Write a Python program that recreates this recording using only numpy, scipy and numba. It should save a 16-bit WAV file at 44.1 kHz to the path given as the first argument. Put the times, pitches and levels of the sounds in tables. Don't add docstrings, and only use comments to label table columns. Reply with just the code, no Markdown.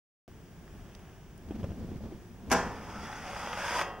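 import sys
import numpy as np
from scipy import signal
from scipy.fft import rfft, irfft
from scipy.io import wavfile
from numba import njit

SR = 44100
rng = np.random.default_rng(int(sys.argv[2]) if len(sys.argv) > 2 else 0)


def generate_wav(sig):
    pcm = np.round(np.clip(np.atleast_2d(sig).T, -1, 1) * 32767).astype(np.int16)
    wavfile.write(sys.argv[1], SR, pcm)


N = 176400
GRIND_S, LEAVE_S = 2.56, 3.822

# f/Hz, level/dB
PARK_EQ = [(15, -50), (25, 2.5), (140, -3.5), (173, -2), (297, -11), (349, -8.5), (598, -21.5),
           (648, -17.5), (1170, -25), (1450, -27), (1650, -23.5), (1900, -29.5), (3440, -33.5), (4040, -42),
           (5730, -34.5), (13900, -46.5), (15500, -54)]
# f/Hz, level/dB
DIFFUSE_EQ = [(200, -19), (700, -2), (2400, 7.5), (6000, 4)]
# t/s, level/dB, f/Hz, t60/s
DRY_TICKS = [(0.278, -45, 600, 0.036), (0.316, -55, 1100, .02), (0.679, -52, 1480, 0.018),
             (0.9496, -47, 3330, 0.0092), (0.9515, -44.5, 5600, 0.0067), (0.9517, -52, 9300, .006),
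             (0.993, -57, 9400, .006), (1.379, -49.5, 9500, .006)]
# f/Hz, level/dB
RASP_EQ = [(300, -15), (600, 3.5), (1100, -3.5), (1650, -3.5), (2200, -10), (3200, -8), (4100, -23),
           (6000, -15), (12000, -34)]
# t/s, level/dB
RUMBLE_RIDE = [(1.25, -80), (1.47, -47.5), (1.6, -41), (1.7, -43.5), (1.95, -41), (2.0, -45.5), (2.14, -46),
               (2.2, -54.5), (2.33, -57.5), (2.48, -46.5), (2.58, -37.5), (2.7, -45), (2.93, -50),
               (3.03, -44), (3.09, -50), (3.5, -51), (3.8, -61), (4.0, -52)]
# f/Hz, level/dB
RUMBLE_EQ = [(30, -6.5), (60, 0), (95, 2.5), (140, -11.5), (200, 3), (330, -9.5), (500, -14), (900, -24),
             (2000, -36), (6000, -42.5), (12000, -54.5)]
# t/s, level/dB, f/Hz, t60/s
WHEEL_THUMPS = [(1.5083, -24, 310, .028), (1.5195, -38, 700, .02), (1.561, -30, 280, .028),
                (1.609, -35, 260, .025), (1.630, -23.5, 150, .035), (1.6398, -23, 115, .045),
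                (1.642, -29, 520, .025), (1.692, -33, 190, .03), (1.7045, -28, 92, .055),
                (1.718, -31, 300, .015), (1.846, -31, 170, .06), (1.889, -31, 185, .05),
                (1.917, -32, 330, .025), (1.958, -29, 150, .045), (2.007, -39, 600, .015),
                (2.036, -32, 115, .06), (2.056, -30, 230, .04), (2.122, -32, 345, .045),
                (2.147, -34, 130, .035)]
# f/Hz, level/dB
SCUFF_EQ = [(300, 5), (1200, -9), (2000, -20), (3200, -14), (4100, -32), (6000, -25), (12000, -46)]
# t/s, level/dB, treble/dB
LANDING_BLOWS = [(2.5, -21.5, 5), (2.508, -6.5, -7.5), (2.5136, -2, -4), (2.516, -4.5, 7.5),
                 (2.5258, -4, 6.5), (2.533, -21, 4), (2.547, -10.5, -20), (2.575, -33, -22)]
# f/Hz, level/dB
CLACK_EQ = [(50, -7), (85, -5), (130, -10), (235, 2.5), (340, -3), (800, -1), (1600, -6), (2500, -7),
            (3300, -16), (4100, -23), (5900, -12), (9000, -22), (13000, -29), (15500, -36)]
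# f/Hz, level struck near the top/dB, level rubbed lower down/dB, t60/s
RAIL_MODES = [(177, -6, -12, .6), (251, -.5, -13, .35), (353, -10, -6, .7), (399, -5, -14, .55),
              (468, -5.5, -12, .45), (493, -6, -2, .7), (560, -14, -1, .7), (653, 3, -14, .33),
              (718, -7, -13, .35), (802, 3, -7, .35), (824, -9, -6, .5), (860, -7, -4, .55),
              (940, -8, -3.5, .55), (987, -8, -4, .5), (1016, -2, -4, .45), (1054, -2, -1, .4),
              (1249, -14, -1, .6), (1324, -7, -4, .52), (1405, -8, -3, .52), (1455, -7, -2, .55),
              (1591, -3, -4, .44), (1654, -6, -4, .4), (1701, -7, -6, .45), (1766, -10, -12, .85),
              (1927, -13, -5, .68), (2234, -16, -6, .3), (2560, -16, -7, .35), (2745, -23, -10.5, .75),
              (3110, -26, -11, .7), (3210, -21, -6, .65), (3355, -24, -13, .4), (4684, -19, -12, .28),
              (5010, -18, -10.5, .3), (5180, -21, -12, .35), (5790, -16, -14, .2), (5956, -8, -12, .15),
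              (6288, -14, -16, .2)]
# f/Hz, level/dB
WEAK_MODE_EQ = [(330, -16), (520, -7), (900, 0.5), (1700, -4), (2700, -14), (3400, -5), (4050, -30),
                (5050, -7.5), (6400, -8), (8000, -22), (14000, -44)]
# f/Hz, level/dB
ECHO_EQ = [(6500, 0), (9000, -4), (13000, -12)]
# t/s, level/dB
TRUCK_PRESSURE = [(2.6, -7.5), (2.75, -6), (2.9, -5), (3.03, -2), (3.19, -4.5), (3.34, 0), (3.46, -3),
                  (3.56, -0.5), (3.64, -0.5), (3.77, 2), (3.82, 1.5)]
# f/Hz, level/dB
SCRAPE_EQ = [(150, -17), (380, -11), (550, -1.5), (700, -3.5), (950, -1.5), (1500, -1), (2100, -5),
             (3300, -13.5), (4100, -20.5), (6000, -37), (14000, -38)]
# f/Hz, level/dB
HISS_EQ = [(1200, -8), (2500, 6), (3500, -1), (4150, -11), (5100, -2.5), (6300, -6), (7800, -5.5),
           (10300, -11), (12000, -18.5), (15500, -26)]
# f/Hz, half-width per filter pass/Hz, level/dB
TRUCK_BANDS = [(823, 85, 2), (1367, 130, -1), (2070, 150, -8.5)]
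# t/s, frequency ratio
TRUCK_BEND = [(3.0, 1.02), (3.45, .96), (3.58, 1.04), (3.68, 1.17), (3.82, 1.14)]
# f/Hz, half-width per filter pass/Hz, level/dB
SQUEAL_BANDS = [(4650, 53, -6), (4980, 81, -0.5), (5370, 70, -3), (5800, 71, -0.5), (6500, 70, -1.5),
                (7270, 130, -11)]
# t/s, level/dB
SNAG_HITS = [(3.128, 2), (3.332, -6), (3.363, -3), (3.430, -2), (3.473, -3), (3.530, 4), (3.574, -1),
             (3.601, -5), (3.640, -5), (3.679, -2), (3.759, -2), (3.7925, 3), (3.8138, 3)]
# f/Hz, level/dB
SNAG_EQ = [(2500, 0), (7000, -1)]
# f/Hz, level/dB
SIDE_EQ = [(60, -13), (200, -12), (700, -29.5), (1300, -14), (2400, -31), (4400, -1.5), (8000, -6.5),
           (15000, 3.5)]
# f/Hz, left minus right/dB, left phase lead/rad
PORT_COLOUR = [(100, 0.5, -0.12), (710, -0.5, -0.23), (3760, 1, -0.4), (3990, -7, -2.5), (4990, 8.5, 0.5),
               (5000, -2, 0), (7750, 2.5, -2.5), (9900, 0.5, -1.5), (13100, -1, -1)]


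def undb(db):
    return 10 ** (np.asarray(db) / 20)


def unit(x):
    return x / np.sqrt(np.mean(x ** 2))


def energy(x):
    return x / np.sqrt(np.sum(x ** 2) / len(x))


def gain_at(hz, eq):
    f, db = np.array(eq).T
    return undb(np.interp(np.log(np.maximum(hz, 1)), np.log(f), db))


def convolve(x, response):
    return signal.fftconvolve(np.atleast_2d(x), np.atleast_2d(response), axes=1)[:, :N]


def colour(x, eq):
    cepstrum = irfft(np.log(gain_at(np.arange(2049) * SR / 4096, eq)))
    cepstrum[1:2048] *= 2
    response = irfft(np.exp(rfft(cepstrum[:2048], 4096)))
    return convolve(x, response[:2048])


def stereo(mid, side):
    return mid + colour(side, SIDE_EQ) * np.array([[1], [-1]])


def noise():
    return stereo(*rng.standard_normal((2, N)))


def decay(at, t60):
    age = np.arange(N) / SR - at
    return (age >= 0) * np.exp(-np.log(1000) * np.maximum(age, 0) / t60)


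def drift(rate_hz):
    return np.interp(np.arange(N) / SR * rate_hz, np.arange(2048), rng.standard_normal(2048))


def park_air(level_db=-50, diffuse_db=-8.5):
    air = noise() + undb(diffuse_db) * colour(rng.standard_normal((2, N)), DIFFUSE_EQ)
    return undb(level_db + drift(6.32)) * unit(colour(air, PARK_EQ))


def camcorder_whine(hz=15625, level_db=-71):
    t = np.arange(N) / SR
    return undb(level_db) * np.sin(2 * np.pi * hz * t)


def ticks():
    out = 0
    for at, db, hz, t60 in DRY_TICKS:
        band = signal.butter(2, [hz * .85, hz * 1.15], "band", fs=SR, output="sos")
        out = out + undb(db) * unit(signal.sosfilt(band, noise())) * decay(at, t60)
    return out


def stick_slip(catches_per_s=4000, spread_db=2.5):
    caught = rng.random(N) < catches_per_s / SR
    sign = np.sign(rng.standard_normal(N))
    size = undb(spread_db * np.minimum(rng.exponential(size=N), 5))
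    return unit(caught * sign * size)


def far_wheels(level_db=-61, peak_s=1, half_length_s=.31):
    swell = np.exp(-((np.arange(N) / SR - peak_s) / half_length_s) ** 2)
    return undb(level_db) * swell * unit(colour(stereo(stick_slip(), stick_slip()), RASP_EQ))


def board_rumble(flutter_db=2.2):
    ride_db = np.interp(np.arange(N) / SR, *np.array(RUMBLE_RIDE).T, left=-100)
    level = undb(ride_db + flutter_db * drift(45))
    return level * unit(colour(noise(), RUMBLE_EQ))


def wheel_thumps(scuff_db=-17.5):
    t = np.arange(N) / SR
    grit = unit(colour(noise(), SCUFF_EQ))
    out = 0
    for at, db, hz, t60 in WHEEL_THUMPS:
        attack = 1 - decay(at, t60=.002)
        body = decay(at, t60) * np.sin(2 * np.pi * hz * (t - at))
        scuff = undb(scuff_db) * decay(at, t60=.063) * grit
        out = out + undb(db) * attack * (body + scuff)
    return out


def landing_clack(level_db=18, echo_db=-5):
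    blows = 0
    for at, db, treble_db in LANDING_BLOWS:
        burst = energy(noise() * decay(at, t60=.062))
        blows = blows + undb(db) * colour(burst, [(1300, 0), (5000, treble_db)])
    clack = undb(level_db) * colour(blows, CLACK_EQ)
    return clack + undb(echo_db) * colour(convolve(clack, stairway_echo()), ECHO_EQ)


def modes(hz, gain, t60):
    t = np.arange(SR) / SR
    pan = rng.choice([-1, 1], len(hz)) * gain_at(hz, SIDE_EQ)
    phase = rng.uniform(0, 2 * np.pi, (len(hz), 1))
    tails = np.exp(-np.log(1000) * np.outer(1 / t60, t))
    waves = np.sin(2 * np.pi * np.outer(hz, t) + phase) * tails
    return energy((gain * np.array([1 + pan, 1 - pan])) @ waves)


def handrail(weak_count=260, damping=.81):
    hz, struck_db, rubbed_db, t60 = np.array(RAIL_MODES).T
    grid = np.linspace(np.sqrt(330), np.sqrt(9000), weak_count)
    weak_hz = (grid + (grid[1] - grid[0]) * rng.uniform(-.508, .547, weak_count)) ** 2
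    weak_gain = gain_at(weak_hz, WEAK_MODE_EQ) * rng.uniform(-1.81, 1, weak_count)
    wash = modes(weak_hz, weak_gain, t60=(weak_hz / 1000) ** -damping)
    return modes(hz, undb(struck_db), t60), modes(hz, undb(rubbed_db), t60), wash


def rail_clank(struck, wash, at_s=2.514, rise_s=.006, struck_db=11, wash_db=1.5):
    force = np.zeros(N)
    force[int(at_s * SR)] = 1
    bloom = 1 - np.exp(-np.arange(SR) / SR / rise_s)
    return convolve(force, bloom * (undb(struck_db) * struck + undb(wash_db) * wash))


def stairway_echo(predelay_s=.019, mid_t60_s=.57, damping=.2):
    f = np.arange(N // 2 + 1) * SR / N
    spectrum, tail = rfft(noise()), 0
    edges_hz = [0, 350, 700, 1400, 2800, 5600, 11200, SR]
    for k, (low, high) in enumerate(zip(edges_hz, edges_hz[1:])):
        band = irfft(spectrum * (f >= low) * (f < high), N)
        tail = tail + band * decay(predelay_s, mid_t60_s * 2 ** (-damping * (k - 2)))
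    return energy(tail[:, :SR])


def grind(rubbed, wash, far_m=9.5, near_m=2.1, grip_s=.05, release_s=.006, judder_db=2.1, echo_db=-11):
    t = np.arange(N) / SR
    distance = np.interp(t, [GRIND_S, LEAVE_S], [far_m, near_m])
    grip = np.clip((t - GRIND_S) / grip_s, 0, 1)
    release = np.exp(-np.maximum(t - LEAVE_S, 0) / release_s)
    contact = grip * release * undb(np.interp(t, *np.array(TRUCK_PRESSURE).T))
    judder = undb(judder_db * drift(44.9))
    snags = colour(truck_snags() / distance, SNAG_EQ)[0]
    rub, rub_side = (stick_slip() * contact * judder / distance for _ in range(2))
    scrape = undb(-19.5) * colour(stereo(rub + snags, rub_side), SCRAPE_EQ)
    hiss = undb(-35) * unit(colour(stereo(stick_slip(), stick_slip()), HISS_EQ)) / distance ** 1.114
    bend = np.interp(t, *np.array(TRUCK_BEND).T)
    truck = undb(-38.5) * singing_metal(TRUCK_BANDS, waver=.035, bend=bend) / distance ** .45
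    squeal_mid, squeal_side = (singing_metal(SQUEAL_BANDS, waver=.008) for _ in range(2))
    squeal = undb(-43.5) * stereo(squeal_mid, squeal_side) / distance
    direct = scrape + (hiss + truck + squeal) * contact * np.sqrt(judder)
    ring = convolve(rub + .35 * snags, undb(-34) * rubbed + undb(-31.5) * wash)
    return direct + ring + undb(echo_db) * convolve(direct, stairway_echo())


@njit
def resonate(x, hz, width_hz):
    y, band_state, low_state = np.empty(len(x)), 0., 0.
    for i in range(len(x)):
        tuning, damping = np.tan(np.pi * hz[i] / SR), width_hz / hz[i]
        band = (band_state + tuning * (x[i] - low_state)) / (1 + tuning * (tuning + damping))
        band_state = 2 * band - band_state
        low_state += 2 * tuning * band
        y[i] = damping * band
    return y


def singing_metal(bands, waver, bend=1, waver_hz=18, swell_db=3):
    out = 0
    for hz, half_width_hz, db in bands:
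        centre_hz = hz * bend * (1 + waver * drift(waver_hz))
        tone = stick_slip()
        for _ in range(2):
            tone = resonate(tone, centre_hz, 2. * half_width_hz)
        out = out + unit(tone) * undb(db + swell_db * drift(waver_hz))
    return unit(out)


def truck_snags(force_db=32):
    force = 0
    for at, db in SNAG_HITS:
        jolt = energy(rng.standard_normal((1, N)) * decay(at, t60=.028))[0]
        force = force + undb(force_db + db) * jolt
    return force


def scene():
    struck, rubbed, wash = handrail()
    bed = park_air() + camcorder_whine() + ticks()
    rolling = board_rumble() + wheel_thumps()
    landing = landing_clack() + rail_clank(struck, wash)
    return bed + rolling + landing + grind(rubbed, wash) + far_wheels()


def record(dry, cut_in_s=.279, ceiling=.4, top_hz=15800):
    hz, balance_db, lead_rad = np.array(PORT_COLOUR).T
    f = np.arange(N // 2 + 1) * SR / N
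    left = undb(np.interp(f, hz, balance_db) / 2) * np.exp(1j * np.interp(f, hz, lead_rad) / 2)
    heard = irfft(rfft(dry) * np.array([left, 1 / left]), N)
    heard *= np.arange(N) / SR >= cut_in_s
    rounded = ceiling * np.tanh(heard / ceiling)
    return signal.sosfilt(signal.ellip(12, .2, 70, top_hz, fs=SR, output="sos"), rounded)


dry = scene()
out = record(dry)
generate_wav(out)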